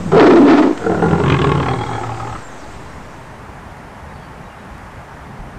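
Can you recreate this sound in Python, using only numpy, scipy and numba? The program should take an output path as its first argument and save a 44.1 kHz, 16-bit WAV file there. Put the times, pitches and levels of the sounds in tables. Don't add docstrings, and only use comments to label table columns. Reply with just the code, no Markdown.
import sys
import numpy as np
from scipy import signal
from scipy.fft import rfft, irfft, next_fast_len
from scipy.io import wavfile
from scipy.ndimage import uniform_filter1d, map_coordinates
from numba import njit

SR = 44100
rng = np.random.default_rng(int(sys.argv[2]) if len(sys.argv) > 2 else 0)


def ratio(d):
    e = np.asarray(d, float) / 20
    return 10 ** e


def digitize_waveform(pressure):
    field = np.atleast_2d(pressure).T
    bounded = np.clip(field, -1, 1)
    quanta = np.round(bounded * 32767).astype(np.int16)
    wavfile.write(sys.argv[1], SR, quanta)


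N = 246078

# frequency in Hz, density in dB per Hz.
RUMBLE_SPECTRUM = [(12, -38), (20, -8.5), (54, -2.5), (140, -3), (162, -4.5), (193, -6.5), (285, -10.5),
                   (353, -26), (400, -13), (520, -34.5), (880, -120)]
# frequency in Hz, density in dB per Hz.
HISS_SPECTRUM = [(300, -3.5), (500, -3), (890, 1.5), (1300, -4), (1900, -7.5), (2600, -15.5), (4000, -24.5),
                 (6000, -26.5), (9000, -30), (12000, -36.5), (15000, -42)]
# frequency in Hz, density in dB per Hz.
PEN_SPECTRUM = [(40, -36), (300, 8.5), (800, 2.5), (1600, -2.5), (2500, -10), (5000, -15.5), (8500, -13.5),
                (8700, -39.5)]
# time in seconds, pitch in Hz, level in dB.
PRELUDE = [(0.0, 159.3, -20), (0.032, 170.7, -28), (0.138, 143.7, -18.5), (0.178, 172, -14.5),
           (0.2, 176, -31.5)]
# time in seconds, pitch in Hz, effort in dB, chaos 0-1, breath in dB.
ROAR = [
    (.118, 330, -20, 1.02, -23.5),
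    (.165, 491.1, -4.5, 1.05, -16),
    (.2, 427.1, 12.5, 0.45, -17),
    (.28, 375.6, -4, 0.91, -12),
    (.44, 266.1, 1.5, 0.26, -22.5),
    (.52, 327.5, -3.5, 0.51, -10.5),
    (.64, 284.2, -8, 0.57, -22),
    (.73, 260.7, -18, 0.8, -34.5),
    (.77, 259.3, -52, 0.54, -56),
]
# centre in Hz, width in Hz, level in dB.
ROAR_THROAT = [(258.6, 66, 2), (429, 153, -5)]
# centre in Hz, width in Hz, level in dB.
ROAR_MOUTH = [(680, 75, 0), (960, 110, -4), (1280, 220, -6)]
# centre in Hz, width in Hz, level in dB.
ROAR_RASP = [(1710, 110, 21.5), (2220, 2200, 6.5), (3450, 510, -29.5), (4240, 3000, 4)]
# time in seconds, dip in dB.
CATCHES = [
    (.566, 9.5),
    (.628, 6.5),
    (1.377, 19),
    (1.533, 14),
]
# time in seconds, chest pitch in Hz, effort in dB, jaw opening 0-1.
GROWL = [
    (.82, 178, -26.5, 0.13),
    (.9, 174.8, -18, 0),
    (1.0, 161.2, -21.5, 0.25),
    (1.07, 169.4, -15.5, 0.49),
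    (1.19, 143.6, -19, 0.45),
    (1.29, 135.3, -17.5, 0.99),
    (1.48, 143.6, -17, 0.86),
    (1.8, 112.9, -26, 0.6),
    (2.365, 113.3, -40, 0.56),
]
# time in seconds, peak in dB.
SLAPS = [(0.839, -19), (0.864, -11), (0.897, -11.5), (0.918, -9.5), (0.946, -9), (1.022, -0.5),
         (1.059, -18), (1.13, -6.5), (1.2, -6.5), (1.236, -14.5), (1.279, -21.5), (1.32, -9.5),
         (1.388, -16.5), (1.442, -10), (1.517, 0.5), (1.551, -13.5), (1.599, -9), (1.659, -8),
         (1.71, -12.5), (1.734, -6), (1.81, -10.5), (1.886, -18), (1.95, -13), (1.979, -16), (2.033, -13.5),
         (2.09, -17.5), (2.198, -11.5), (2.27, -12), (2.324, -16), (2.351, -15)]
# centre in Hz, width in Hz, level in dB.
OPEN_RASP = [(1597, 81, 13.5), (2104, 110, 7.5), (2520, 210, 8.5), (2950, 260, 6), (3300, 314, 7.5),
             (4140, 180, -3)]
# centre in Hz, width in Hz, level in dB.
NARROW_RASP = [(1685, 23, 17.5), (2150, 260, 9.5), (2420, 180, 6), (3290, 44, 16), (4130, 280, 4)]
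# frequency in Hz, T60 in seconds.
YARD_T60 = [(150, 0.44), (1000, 0.082), (5000, 0.14)]
# start in seconds, length in seconds, first pitch in Hz, last pitch in Hz, level in dB.
BIRDS = [(2.24, .085, 7100, 6200, -56), (2.425, .07, 7350, 7330, -48), (2.495, .04, 6800, 6100, -53),
         (2.575, .06, 6200, 5000, -54), (4.09, .035, 3850, 3780, -59), (4.135, .04, 4550, 4480, -58),
         (4.2, .06, 3320, 3250, -57), (4.205, .07, 4550, 4500, -59), (4.445, .04, 3820, 3830, -58),
         (4.495, .06, 2820, 2780, -51), (4.58, .04, 3830, 3820, -59), (4.74, .035, 3800, 3800, -60)]
# start in seconds, peak in dB, frequency in Hz.
THUDS = [
    (2.95, -29, 68),
    (4.018, -29.5, 78),
    (4.44, -33, 50),
    (4.708, -25, 57),
    (5.21, -31.5, 68),
    (5.39, -22.5, 40.4),
]
# start in seconds, peak in dB, ring in Hz, crack share 0-1.
TICKS = [
    (3.769, -37, 6800, .25),
    (4.7816, -37, 12000, 1),
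]
# time in seconds, offset in full scale.
OFFSET = [(0, -.027), (.7, -.024), (1.1, -.02), (2, -.019), (2.6, -.016), (3.6, 0)]

# dB at effort -19 dB and shut jaw, dB per dB of effort, dB gained by the open jaw.
CHEST_DB, THROAT_DB, MOUTH_DB = (-23, 1.34, 0.092), (-21.5, 1.02, -3.5), (-28, 0.33, 3.33)
RASP_DB, HUM_DB = (-58, 0.35, 30.4), (-21.5, 0.72, -1.6)
MIDDLE_DB, HIGH_DB = (-12.5, 0.45, 17.5), (-3, 0.1, -3.5)
# Hz with shut jaw, Hz gained by the open jaw, drift in Hz per second.
THROAT_HZ, LOW_HZ, MIDDLE_HZ, HIGH_HZ = (427, -53, -39), (697, 178, 8.4), (1008, 80, 25), (1376, 80, -130)


def unit(x):
    return x / np.sqrt(np.mean(x ** 2) + 1e-20)


def along(points, hz):
    f, v = np.transpose(points)
    return np.interp(np.log(hz + 1), np.log(f + 1), v)


def curves(rows):
    s, *cols = np.transpose(rows)
    return np.array([np.interp(np.arange(N) / SR, s, c) for c in cols])


def wobble(rate_hz):
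    knots = rng.standard_normal(int(N * rate_hz / SR) + 4)
    return map_coordinates(knots, [np.arange(N) * rate_hz / SR])


def filtered(x, response):
    m = next_fast_len(N + SR // 2)
    return irfft(rfft(x, m) * response(np.fft.rfftfreq(m, 1 / SR)), m)[..., :N]


def modes(x, table):
    def response(f):
        total = 0
        for k, (centre, width, db) in enumerate(table):
            band = 1j * f * width
            total = total + (-1) ** k * ratio(db) * band / (centre * centre - f * f + band)
        return total
    return unit(filtered(x, response))


@njit
def resonate(x, turn, radius):
    y = np.zeros(len(x))
    for i in range(2, len(x)):
        y[i] = x[i] - x[i - 2] + 2 * radius * np.cos(turn[i]) * y[i - 1] - radius * radius * y[i - 2]
    return y


def cavity(x, hz, width_hz, skirt_hz):
    for w in (width_hz, skirt_hz):
        x = resonate(x, 2 * np.pi * hz / SR, np.exp(-np.pi * w / SR))
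    return unit(x)


def rush(spectrum, patchy_db):
    z = signal.stft(rng.standard_normal(N + 512), nperseg=512)[2]
    field = uniform_filter1d(rng.standard_normal(z.shape), 5, 0)
    field = uniform_filter1d(field, 12, 1)
    noise = signal.istft(z * ratio(patchy_db * unit(field)), nperseg=512)[1][:N]
    return unit(filtered(noise, spectrum))


def law(rule, effort_db, jaw):
    return rule[0] + rule[1] * (effort_db + 19) + rule[2] * jaw


def caught(effort_db):
    width_s = .009
    t = np.arange(N) / SR
    return effort_db - sum(db * np.exp(-((t - s) / width_s) ** 2) for s, db in CATCHES)


def background():
    t = np.arange(N) / SR
    rumble_db = -36.5 + 2.3 * wobble(5.56)
    rumble = ratio(rumble_db) * rush(lambda hz: ratio(along(RUMBLE_SPECTRUM, hz)), patchy_db=1.5)
    hiss_db = -37 + 0.24 * wobble(4)
    hiss = ratio(hiss_db) * rush(lambda hz: ratio(along(HISS_SPECTRUM, hz)) * (hz > 150), patchy_db=.5)
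    pen = ratio(-33.5) * rush(lambda hz: ratio(along(PEN_SPECTRUM, hz)), patchy_db=2.1)
    fade = np.interp(t, (2.03, 3.64), [1, 0])
    duck = ratio(-4 * np.exp(-((t - 2.465) / 0.046) ** 2))
    return rumble + hiss + pen * fade * duck


def hum(gate, pitch_hz, waver):
    pitch_hz = pitch_hz * (1 + waver * wobble(39.69))
    smooth = uniform_filter1d(uniform_filter1d(gate, size=450), size=450)
    throb = unit(1 + 9 * smooth) * ratio(1.4 * wobble(13.23))
    return throb * np.sqrt(2) * np.sin(2 * np.pi * np.cumsum(pitch_hz) / SR)


def roar():
    pitch_hz, effort_db, chaos, bark_db = curves(ROAR)
    t = np.arange(N) / SR
    on = (t > ROAR[0][0]) & (t < ROAR[-1][0])
    chaos = np.clip(chaos, 0, 1)
    effort_db = caught(effort_db)
    pitch_hz = pitch_hz * (1 + np.sqrt(chaos) * (.15 * wobble(55) + .07 * wobble(130)))
    phase = 2 * np.pi * np.cumsum(pitch_hz) / SR

    fold_noise = cavity(rng.standard_normal(N), pitch_hz, width_hz=72, skirt_hz=310)
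    throat = modes(modes(rng.standard_normal(N), ROAR_THROAT), ROAR_THROAT)
    throat_share = np.interp(t, (0.21, 0.26), [.25, .7])
    wild = unit(fold_noise + throat_share * throat)
    swing = signal.hilbert(np.sqrt(2 - 2 * chaos) * np.sin(phase) + np.sqrt(chaos) * wild)
    voice = np.real(swing + .13 * swing ** 3 / (np.abs(swing) ** 2 + 1e-9))
    voice = voice + 0.14 * np.real(swing ** 2 / (np.abs(swing) + 1e-9))

    spits = rng.standard_normal(N) * ratio(3 * wobble(75))
    bark = ratio(bark_db) * modes(spits, ROAR_MOUTH)
    rasp_db = -32 + 0.77 * (bark_db + 22)
    rasp_onset = np.clip((t - .11) / .07, 0, 1) ** 2
    upper = on * (bark + ratio(rasp_db) * modes(spits, ROAR_RASP) * rasp_onset)
    driven_db = np.maximum(effort_db + 2, 0) - 3.5
    burst = on * ratio(effort_db) * voice + ratio(driven_db) * upper
    return burst, ratio(-7.5) * upper


def smack():
    start_s, level_db, decay_s = .776, -23, .004
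    t = np.arange(N) / SR
    envelope = (t > start_s) * np.exp(-np.abs(t - start_s) / decay_s)
    return ratio(level_db) * envelope * modes(rng.standard_normal(N), [(1750, 600, .1)])


def flaps(puff_s, spit_s):
    flap_rate_hz = 41
    hard, peak_db = np.transpose(SLAPS)
    marks = np.r_[.01, hard, hard[-1] + .06]
    counts = np.maximum(1, np.round(np.diff(marks) * flap_rate_hz))
    beats = np.r_[0, np.cumsum(counts)]
    order = np.arange(beats[-1])
    luck = rng.standard_normal((len(order), 3))
    soft = ~np.isin(order, beats[1:])
    times = np.interp(order + 0.094 * luck[:, 0] * soft, beats, marks)

    size_db = np.array([[-4], [-1.5]]) + np.array([[2], [2.5]]) * luck[:, 1:].T
    around_db = uniform_filter1d(peak_db, size=7, mode="nearest")
    size_db[:, ~soft] = 0.53 * (peak_db - around_db)
    train = np.zeros((2, N))
    train[:, np.round(times * SR).astype(int)] = ratio(size_db)
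    t = np.arange(SR // 16) / SR
    rise = 1 - np.exp(-t / np.array([[.001], [.004]]))
    shape = rise * np.exp(-t / np.array([[puff_s], [spit_s]]))
    puff, spit = np.abs(signal.fftconvolve(train, shape, axes=1)[:, :N])
    return unit(train[0]), unit(puff), unit(spit)


def growl():
    chest_hz, effort_db, jaw = curves(GROWL)
    t = np.arange(N) / SR
    effort_db = caught(effort_db)
    outside_s = np.maximum(GROWL[0][0] - t, 0) + np.maximum(t - GROWL[-1][0], 0)
    on = ratio(-403 * outside_s)
    before = t < PRELUDE[-1][0]
    first_hz, first_db = curves(PRELUDE)
    chest_hz = np.where(before, first_hz, chest_hz)

    rules = (CHEST_DB, THROAT_DB, MOUTH_DB, RASP_DB, HUM_DB)
    gains = [on * ratio(law(rule, effort_db, jaw)) for rule in rules]
    chest_gain, throat_gain, mouth_gain, rasp_gain, hum_gain = gains
    drift_s = np.clip(t - 1, -1, 2)
    airways = (THROAT_HZ, LOW_HZ, MIDDLE_HZ, HIGH_HZ)
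    throat_hz, low_hz, middle_hz, high_hz = (shut + wide * jaw + drift * drift_s for shut, wide, drift in airways)
    middle_db = law(MIDDLE_DB, effort_db, jaw)
    high_db = law(HIGH_DB, effort_db, jaw) + 24 * (t > 2.348)
    narrow = np.interp(t, (1.62, 1.72, 2.0, 2.06), [.03, 1, 1, .1])

    knock, gate, spit_gate = flaps(puff_s=0.009, spit_s=0.0032)
    air = rng.standard_normal((4, N))
    even = unit(np.sqrt(knock))
    deep = (.4 + .15 * gate) * air[0] + even
    puffs = (.35 + gate) * air + .55 * knock
    spit = (.15 + spit_gate) * air[3] + .25 * knock

    chest = cavity(deep, chest_hz, width_hz=70, skirt_hz=190)
    chest = chest + ratio(-8) * cavity(deep, .62 * chest_hz, width_hz=45, skirt_hz=80)
    throat = cavity(puffs[0], throat_hz * (1 + 0.062 * wobble(25.19)), width_hz=51.2, skirt_hz=128)
    throat = throat + ratio(-1.0) * cavity(deep, 0.716 * throat_hz, width_hz=49, skirt_hz=225)
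    mouth = cavity(puffs[1], low_hz * (1 + 0.028 * wobble(24.65)), width_hz=63, skirt_hz=240)
    mouth = mouth + ratio(middle_db) * cavity(puffs[2], middle_hz, width_hz=94, skirt_hz=500)
    mouth = mouth + ratio(high_db) * cavity(puffs[3], high_hz, width_hz=90, skirt_hz=900)
    mouth /= np.sqrt(1 + ratio(2 * middle_db) + ratio(2 * high_db))
    rasp = np.sqrt(1 - narrow) * modes(spit, OPEN_RASP)
    rasp = rasp + ratio(1) * np.sqrt(narrow) * modes(spit, NARROW_RASP)

    hum_joins = np.clip((t - 1.04) / 0.02, 0, 1)
    tone = hum(even, chest_hz, waver=np.where(before, .08, 0.11 * jaw ** 2))
    tone = tone * (before * ratio(first_db) + hum_gain * hum_joins)
    body = (chest_gain + before * ratio(first_db - 4)) * chest
    return tone + body + throat_gain * unit(throat) + mouth_gain * mouth + rasp_gain * rasp


def yard(x):
    hz, t, z = signal.stft(rng.standard_normal(SR // 2), SR, nperseg=256)
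    decay = ratio(-60 * t / along(YARD_T60, hz)[:, None])
    tail = signal.istft(z * decay, SR, nperseg=256)[1]
    return signal.fftconvolve(np.pad(x, (500, 0)), tail / np.linalg.norm(tail))[:N]


def limited(x, top):
    starts = np.r_[0, np.flatnonzero(np.diff(np.signbit(x))) + 1]
    peaks = np.maximum.reduceat(np.abs(x), starts)
    gain = np.minimum(1, top / (peaks + 1e-9))
    return x * np.repeat(gain, np.diff(np.r_[starts, len(x)]))


def birds():
    out = np.zeros(N + SR)
    for s, length_s, first_hz, last_hz, db in BIRDS:
        u = np.linspace(0, 1, round(length_s * SR))
        trill = ratio(3.8 * np.sin(2 * np.pi * 45 * length_s * u))
        breath = 1.25 + .5 * uniform_filter1d(unit(rng.standard_normal(len(u))) * 8, size=64)
        cycles = length_s * (first_hz * u + (last_hz - first_hz) * u * u / 2)
        note = trill * breath * np.sin(np.pi * u) ** .5 * np.sin(2 * np.pi * cycles)
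        out[round(s * SR):][:len(u)] += ratio(db) * note
    return out[:N]


def thuds():
    out = np.zeros(N + SR)
    t = np.arange(SR // 8) / SR
    for s, db, hz in THUDS:
        envelope = np.exp(1 - t / 0.013) * t / 0.016
        out[round(s * SR):][:len(t)] += ratio(db) * np.sin(2 * np.pi * hz * t) * envelope
    return out[:N]


def ticks():
    out = np.zeros(N + SR)
    t = np.arange(SR // 8) / SR
    for s, db, hz, crack in TICKS:
        snap = crack * rng.standard_normal(len(t)) + (1 - crack) * np.sin(2 * np.pi * hz * t)
        out[round(s * SR):][:len(t)] += ratio(db - 60 * t / .003) * snap
    return out[:N]


def scene():
    burst, breath = roar()
    burst = limited(burst + ratio(-18) * yard(burst), top=0.94)
    burst = filtered(burst, lambda hz: 1 / (1 + (150 / (hz + 1)) ** 6))
    rumble = growl()
    cat = 1.09 * burst + breath + smack() + rumble + ratio(-10.5) * yard(rumble)
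    cat = limited(cat, top=0.83)
    microphone_top_hz = 8620

    def microphone(hz):
        treble = (hz < microphone_top_hz) / np.sqrt(1 + (hz / 5000) ** 4)
        return treble / (1 + (48 / (hz + 1)) ** 4)

    cat = filtered(cat, microphone)
    return (cat + background() + birds() + thuds() + ticks())[None]


def band_limit(x):
    return signal.sosfilt(signal.butter(12, 15610, fs=SR, output="sos"), x)


def record(dry):
    top_hz = 15030
    mix = filtered(dry, lambda hz: hz < top_hz) + curves(OFFSET)
    return band_limit(mix)


dry = scene()
out = record(dry)
digitize_waveform(out)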